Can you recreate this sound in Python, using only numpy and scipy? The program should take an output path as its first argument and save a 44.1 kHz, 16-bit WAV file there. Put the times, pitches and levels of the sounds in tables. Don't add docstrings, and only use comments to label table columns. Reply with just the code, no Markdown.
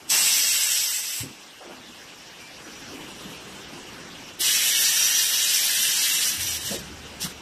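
import sys
import numpy as np
from scipy import signal
from scipy.fft import rfft, irfft, next_fast_len
from scipy.io import wavfile
from scipy.ndimage import uniform_filter1d

SR = 44100
rng = np.random.default_rng(int(sys.argv[2]) if len(sys.argv) > 2 else 0)


def to_wav(sig):
    pcm = np.clip(np.atleast_2d(sig), -1, 1) * 32767
    pcm = np.round(pcm).astype(np.int16)
    wavfile.write(sys.argv[1], SR, pcm.T)


def to_linear_factor(level_db):
    exponent = np.asarray(level_db, float) / 20
    return 10 ** exponent


N = 326781

# time_s, level_db
FIRST_VENT = [
    (0.065, -69),
    (0.089, -46),
    (0.103, -21),
    (0.128, -21),
    (0.45, -22),
    (0.81, -24.5),
    (0.95, -28.5),
    (1.03, -31),
    (1.212, -31),
]
# time_s, pitch_hz, level_db
MOTOR = [(6.4, 78, -45.5), (6.5, 81.8, -53), (6.722, 82, -58), (6.792, 69, -41), (6.854, 69, -57),
         (6.934, 73.5, -47), (7.19, 72.7, -61), (7.252, 75.5, -51), (7.41, 74.5, -52)]


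def rms_one(x):
    return x / np.sqrt(np.mean(x ** 2) + 1e-20)


def in_time(rows):
    s, *columns = np.transpose(rows)
    return [np.interp(np.arange(N) / SR, s, c) for c in columns]


def sounding(rows, fade_s=0.036):
    start_s, end_s = rows[0][0], rows[-1][0]
    corners_s = [start_s - fade_s, start_s, end_s, end_s + fade_s]
    return np.interp(np.arange(N) / SR, corners_s, [0, 1, 1, 0])


def swells(rows, rise_s, fall_db_per_s):
    t = np.arange(N) / SR
    total = np.zeros(N)
    for start_s, hold_s, level_db in rows:
        rise = np.clip((t - start_s) / max(rise_s, .001), 0, 1) ** 2
        fall_db = fall_db_per_s * np.maximum(t - start_s - hold_s, 0)
        total += rise * to_linear_factor(level_db - fall_db)
    return total


def drift(rate):
    r = np.exp(-80 * np.pi * rate / SR)
    slow = signal.lfilter([1], [1, -2 * r, r * r], rng.standard_normal(N // 40 + 2002))[2000:]
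    return np.interp(np.arange(N) / 40, np.arange(len(slow)), rms_one(slow))


def band(x, low_hz, high_hz):
    return signal.sosfilt(signal.butter(2, [low_hz, high_hz], "band", fs=SR, output="sos"), x)


def turbulence(together_db, patchy_db, patch_rate):
    white = rng.standard_normal((2, N))
    gust_db = together_db * drift(19.0)
    edges = 20 * 2 ** np.arange(0, 9.9, 1 / 3)
    total = np.zeros(N)
    for k, (low_hz, high_hz) in enumerate(zip(edges, edges[1:])):
        flicker_db = gust_db + patchy_db * drift(patch_rate)
        total += to_linear_factor(flicker_db) * band(white[k % 2], low_hz, high_hz)
    return total


def colour(x, spectrum, resonances):
    size = next_fast_len(N)
    hz = np.arange(size // 2 + 1) * SR / size + 1e-3
    spectrum_hz, spectrum_db = np.transpose(spectrum)
    gain_db = np.interp(np.log(hz), np.log(spectrum_hz), spectrum_db)
    for centre_hz, width_hz, lift_db in resonances:
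        gain_db += lift_db / (1 + (2 * (hz - centre_hz) / width_hz) ** 2)
    return hz, rfft(x, size) * to_linear_factor(gain_db)


def registers(hz, shaped, low_hz, high_hz):
    low = 1 / (1 + (hz / low_hz) ** 6)
    high = 1 / (1 + (high_hz / hz) ** 10)
    parts = (low, 1 - low - high, high)
    return [rms_one(irfft(shaped * part, next_fast_len(N))[:N]) for part in parts]


def tone(hz, gain, waver_db, waver_hz, rate):
    phase = 2 * np.pi * np.cumsum(hz + waver_hz * drift(rate)) / SR
    return np.sqrt(2) * gain * to_linear_factor(waver_db * drift(rate)) * np.sin(phase)


def far_hose():
    # start_s, length_s, level_db
    hose_leaks = [
        (2.62, 0.16, -57),
        (2.9, 0.55, -57.5),
    ]
    return swells(hose_leaks, rise_s=0.075, fall_db_per_s=25)


def machine(first, second):
    # time_s, level_db
    drive_level = [(0.07, -52), (0.16, -46.5), (0.5, -59.5), (1.03, -62), (1.3, -55.5), (1.55, -59.5),
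                   (1.81, -54), (2.15, -56), (2.62, -51.5), (2.89, -48.5), (3.32, -47), (3.88, -48.5),
                   (4.15, -49), (4.6, -53), (5.6, -55), (6.3, -51), (6.87, -48), (7.41, -49.5)]
    # frequency_hz, density_db
    machine_spectrum = [(15, -45), (25, -10.5), (293, -1.5), (363, -5.5), (649, -16), (802, -14),
                        (1330, -17), (1600, -15.5), (1970, -18.5), (2940, -16.5), (4480, -21),
                        (5690, -15.5), (6330, -22.5), (14000, -26.5)]
    # centre_hz, width_hz, lift_db
    housing_modes = [(267, 90, -3), (2868, 430, 3), (5480, 1200, -2.5)]
    drive_db = in_time(drive_level)[0]
    swing_db = drive_db + 52
    rumble_gain, rattle_gain = to_linear_factor(-60 + 1.2 * swing_db), to_linear_factor(-51.5 + 0.6 * swing_db)
    hiss_gain, top_gain = to_linear_factor(-45 + 0.36 * swing_db), to_linear_factor(-58 + 0.068 * swing_db)

    pump_idle_db = -5.5
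    hiss_gain = hiss_gain * to_linear_factor(pump_idle_db * (np.arange(N) < FIRST_VENT[2][0] * SR))
    motor_rumble_db = 3.5
    rumble_gain = rumble_gain * to_linear_factor(motor_rumble_db * sounding(MOTOR, fade_s=0.23))
    jet_rumble_db, jet_shake_db = -40, -28.5
    rumble_gain = np.hypot(rumble_gain, to_linear_factor(jet_rumble_db) * (first + second))
    rattle_gain = np.hypot(rattle_gain, to_linear_factor(jet_shake_db) * second)
    top_gain = np.hypot(top_gain, far_hose())

    noise = turbulence(together_db=0.5, patchy_db=1.9, patch_rate=14.)
    rumble, drive, upper = registers(*colour(noise, machine_spectrum, housing_modes), 170, 500)
    flat = [(1, 0), (2, 0)]
    rattle, hiss, top = registers(*colour(upper, flat, []), 1400, 8300)
    below = rumble_gain * rumble + to_linear_factor(drive_db) * drive + rattle_gain * rattle
    return below + hiss_gain * hiss + top_gain * top


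def flow(rows, close_db_per_s):
    start_s, open_s = rows[0][0], rows[-1][0] - rows[0][0]
    hall_db, hall_fall_db_per_s = -11, 77
    direct = swells([(start_s, open_s, 0)], 0, close_db_per_s)
    hall = swells([(start_s, open_s, hall_db)], 0, hall_fall_db_per_s)
    return to_linear_factor(in_time(rows)[0]) * np.maximum(direct, hall)


def reflected(x):
    # extra_path_m, level_db, change_m_per_s
    echo_paths = [(0.6, -17, 0.07), (1.3, -17, -0.11), (2.7, -19, 0.15), (5.3, -19, -0.2)]
    n = np.arange(N)
    total, power = x.copy(), 1
    for path_m, level_db, speed in echo_paths:
        delay = (path_m + speed * n / SR) * SR / 343  # samples, at 343 m/s
        total += to_linear_factor(level_db) * np.interp(n - delay, n, x, left=0)
        power += to_linear_factor(2 * level_db)
    return total / np.sqrt(power)


def vent(air, gain, spectrum, nozzle, throat_db, top_db):
    throat, body, top = registers(*colour(air, spectrum, nozzle), 1950, 9000)
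    throat_lag_s = 0.012
    keep = np.exp(-1 / (throat_lag_s * SR))
    late = signal.lfilter([1 - keep], [1, -keep], gain + 1e-12)
    sharp = gain * np.minimum(gain / to_linear_factor(-42), 1)
    return gain * body + to_linear_factor(throat_db) * late * throat + to_linear_factor(top_db) * sharp * top


def first_jet(eddies, gain):
    # frequency_hz, density_db
    first_spectrum = [(290, -42.5), (500, -32.5), (923, -28.5), (1270, -25.5), (2780, -1), (5740, -4.5),
                      (6780, -7), (7790, 1), (9210, -6), (14000, -1.5)]
    # centre_hz, width_hz, lift_db
    first_modes = [(2720, 190, 1), (5760, 1700, 10), (7950, 1000, 6.)]
    return vent(eddies, gain, first_spectrum, first_modes, throat_db=-13.0, top_db=-3.0)


def struck_frame(table, low, high, push_share):
    out, t = np.zeros(N), np.arange(SR // 2) / SR
    rise = 1 - np.exp(-t / 0.0083)
    for (start_s, peak_db, centre_hz, t60_s), noise in zip(table, rng.standard_normal((len(table), len(t)))):
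        edges = centre_hz * low, centre_hz * high
        shake = rms_one(band(band(noise, *edges), *edges))
        push = np.sin(2 * np.pi * centre_hz * t) * to_linear_factor(-60 * t / (t60_s * 0.77))
        blow = rise * (0.57 * shake * to_linear_factor(-60 * t / t60_s) + push_share * push)
        at = round(start_s * SR)
        out[at:at + len(t)] += to_linear_factor(peak_db) * blow[:N - at]
    return out


def lid_blows():
    # start_s, peak_db, centre_hz, t60_s
    scrape_blows = [
        (0.105, -29.5, 808, 0.97),
        (1.604, -41, 975, 0.56),
        (1.648, -45, 960, 0.2),
        (1.699, -36, 950, 0.28),
        (7.251, -23, 964, 0.087),
    ]
    # start_s, peak_db, centre_hz, t60_s
    thump_blows = [(1.202, -27.5, 117.5, 0.27), (1.225, -30, 264.5, 0.27), (1.299, -36.5, 264, 0.18),
                   (1.645, -35, 346, 0.3), (1.699, -36.5, 256, 0.24), (1.769, -42.5, 252, 0.31),
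                   (1.869, -43, 245, 0.22), (2.654, -41, 305, 0.52), (2.905, -35, 293, 0.7),
                   (3.029, -31, 256, 0.12), (3.149, -33.5, 247, 0.19), (3.245, -35, 175.6, 0.4),
                   (3.778, -39, 276, 0.31), (4.049, -37, 218, 0.25), (4.399, -31, 338, 0.081),
                   (6.389, -29, 97, 0.14), (6.437, -34, 87, 0.3), (6.643, -36, 100, 0.26),
                   (6.701, -23.5, 201.4, 0.17), (6.739, -26.5, 361, 0.24), (6.786, -29, 138, 0.22),
                   (6.941, -38, 80, 0.16), (7.237, -24.5, 177, 0.18)]
    # start_s, peak_db, centre_hz, t60_s
    clank_blows = [(1.225, -40, 484, 0.22), (1.602, -36, 590, 0.28), (1.69, -35.5, 600, 0.23),
                   (6.71, -21.5, 540, 0.18), (6.741, -29.5, 640, 0.078)]
    scrapes = struck_frame(scrape_blows, .75, 1.7, 0.16)
    thumps = struck_frame(thump_blows, 0.66, 1.5, 0.88)
    return scrapes + thumps + struck_frame(clank_blows, 0.7, 1.4, 0.6)


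def squeaks():
    # start_s, length_s, level_db
    low_squeaks = [(2.38, 0.11, -49.5), (2.735, 0.03, -53)]
    # start_s, length_s, level_db
    high_squeaks = [(2.4, 0.02, -57), (2.62, 0.055, -52), (2.715, 0.075, -51), (2.8, 0.06, -58),
                    (2.925, 0.04, -55), (2.985, 0.03, -57), (3.08, 0.05, -56)]
    low, high = (swells(rows, rise_s=0.025, fall_db_per_s=400) for rows in (low_squeaks, high_squeaks))
    return tone(2358, low, 0.6, 3.0, 25.0) + tone(5845, high, 1.3, 22., 30.)


def second_flow():
    # time_s, level_db
    second_opening = [(4.392, -67), (4.408, -21), (4.434, -21.5), (4.49, -20), (4.606, -22.5), (4.908, -21),
                      (5.03, -22), (5.95, -23), (6.3, -23.5)]
    # start_s, open_s, level_db
    valve_chatter = [
        (6.378, 0.19, -30),
        (6.58, 0.066, -36),
        (6.63, 0.064, -29.5),
        (6.69, 0.066, -33),
        (6.755, 0.042, -42.5),
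        (6.81, 0.071, -51),
        (7.188, 0.063, -29.5),
        (7.27, 0.036, -43),
    ]
    puffs = swells(valve_chatter, rise_s=0.032, fall_db_per_s=444)
    return flow(second_opening, close_db_per_s=114) + puffs


def second_jet(eddies, gain):
    # frequency_hz, density_db
    second_spectrum = [(530, -50), (900, -24.5), (1750, -6.5), (2180, -6.5), (2970, -2), (4650, -4),
                       (5850, -3), (6710, -5), (9370, -2), (14000, 3)]
    # centre_hz, width_hz, lift_db
    second_modes = [(1790, 300, 3.), (2970, 400, 3.), (3780, 150, 3.), (5780, 700, 5.), (7640, 500, 4.),
                    (9580, 380, 4.), (12300, 500, 2.)]
    return vent(eddies, gain, second_spectrum, second_modes, throat_db=-17.0, top_db=-5.5)


def whistle():
    # start_s, length_s, level_db
    edge_tone_locks = [(4.43, 0.065, -30.5), (4.6, 0.44, -32.5), (4.96, 0.096, -29), (5.125, 0.058, -26.5),
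                       (5.63, 0.044, -42), (5.95, 0.15, -50), (6.27, 0.04, -36), (6.39, 0.12, -34)]
    centre_hz, width_hz = 5810, 260
    noise = band(rng.standard_normal(N), centre_hz - width_hz / 2, centre_hz + width_hz / 2)
    return swells(edge_tone_locks, rise_s=0.026, fall_db_per_s=137) * rms_one(noise)


def motor():
    hz, level_db = in_time(MOTOR)
    return tone(hz, sounding(MOTOR) * to_linear_factor(level_db), 3.0, 2.8, 5.9)


def scene():
    eddies = reflected(turbulence(together_db=.45, patchy_db=1.6, patch_rate=17.))
    first = flow(FIRST_VENT, close_db_per_s=300)
    second = second_flow()
    air = first_jet(eddies, first) + second_jet(eddies, second) + whistle()
    mono = machine(first, second) + air + lid_blows() + squeaks() + motor()
    return np.array([mono, mono])


def coarse_lines(x, scatter_db, size=1024, count=90):
    # frequency_hz, quiet_db, loud_db
    step_sizes = [(300, -12, -12), (1400, 1, 1), (2100, 3.5, 7), (3200, 3.5, 7), (4400, 4, 6),
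                  (5500, 3.5, 3.5), (8200, 5, 3), (9000, 9.3, 3.5), (10200, 9.8, 6.5), (13300, 9.8, 6.5),
                  (14000, 11.5, 10)]
    n, k = np.arange(2 * size)[:, None] + .5, np.arange(size) + .5
    window = np.sin(np.pi * n / (2 * size))
    basis = np.sqrt(2 / size) * window * np.cos(np.pi / size * (n + size / 2) * k)
    halves = np.pad(x, (size, 2 * size - len(x) % size)).reshape(-1, size)
    lines = np.hstack([halves[:-1], halves[1:]]) @ basis
    step_hz, *step_db = np.transpose(step_sizes)
    quiet_db, loud_db = (np.interp(k * SR / (2 * size), step_hz, c) for c in step_db)
    nearby = np.sqrt(np.abs(uniform_filter1d(lines ** 2, size=48, axis=1)) + 1e-18)
    bands = (count * (k / size) ** .62).astype(int)
    luck = uniform_filter1d(rng.standard_normal((len(lines), count)), size=2, axis=0) * np.sqrt(2)
    luck += .65 * rng.standard_normal((len(lines), 1))
    halves_db = 10 * np.log10(np.mean(halves ** 2, axis=1, keepdims=True) + 1e-12)
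    load = np.clip((halves_db[1:] + 40) / 12, 0, 1)
    attack_db = -15 * (np.diff(halves_db, axis=0) > 7)
    base_db = quiet_db + load * (loud_db - quiet_db)
    step = nearby * to_linear_factor(base_db + attack_db + scatter_db * luck[:, bands])
    rounded = step * np.sign(lines) * np.floor(np.abs(lines) / step + .4)
    frames = (rounded + .06 * (lines - rounded)) @ basis.T
    return (frames[1:, :size] + frames[:-1, size:]).ravel()[:len(x)]


def band_limit(x):
    return signal.sosfilt(signal.butter(12, 14510, fs=SR, output="sos"), x)


def record(dry):
    coarse = coarse_lines(dry[0], scatter_db=1.5)
    low_pass = signal.ellip(14, .5, 80, 14020, fs=SR, output="sos")
    mono = signal.sosfilt(low_pass, coarse)
    return band_limit(np.array([mono, mono]))


dry = scene()
out = record(dry)
to_wav(out)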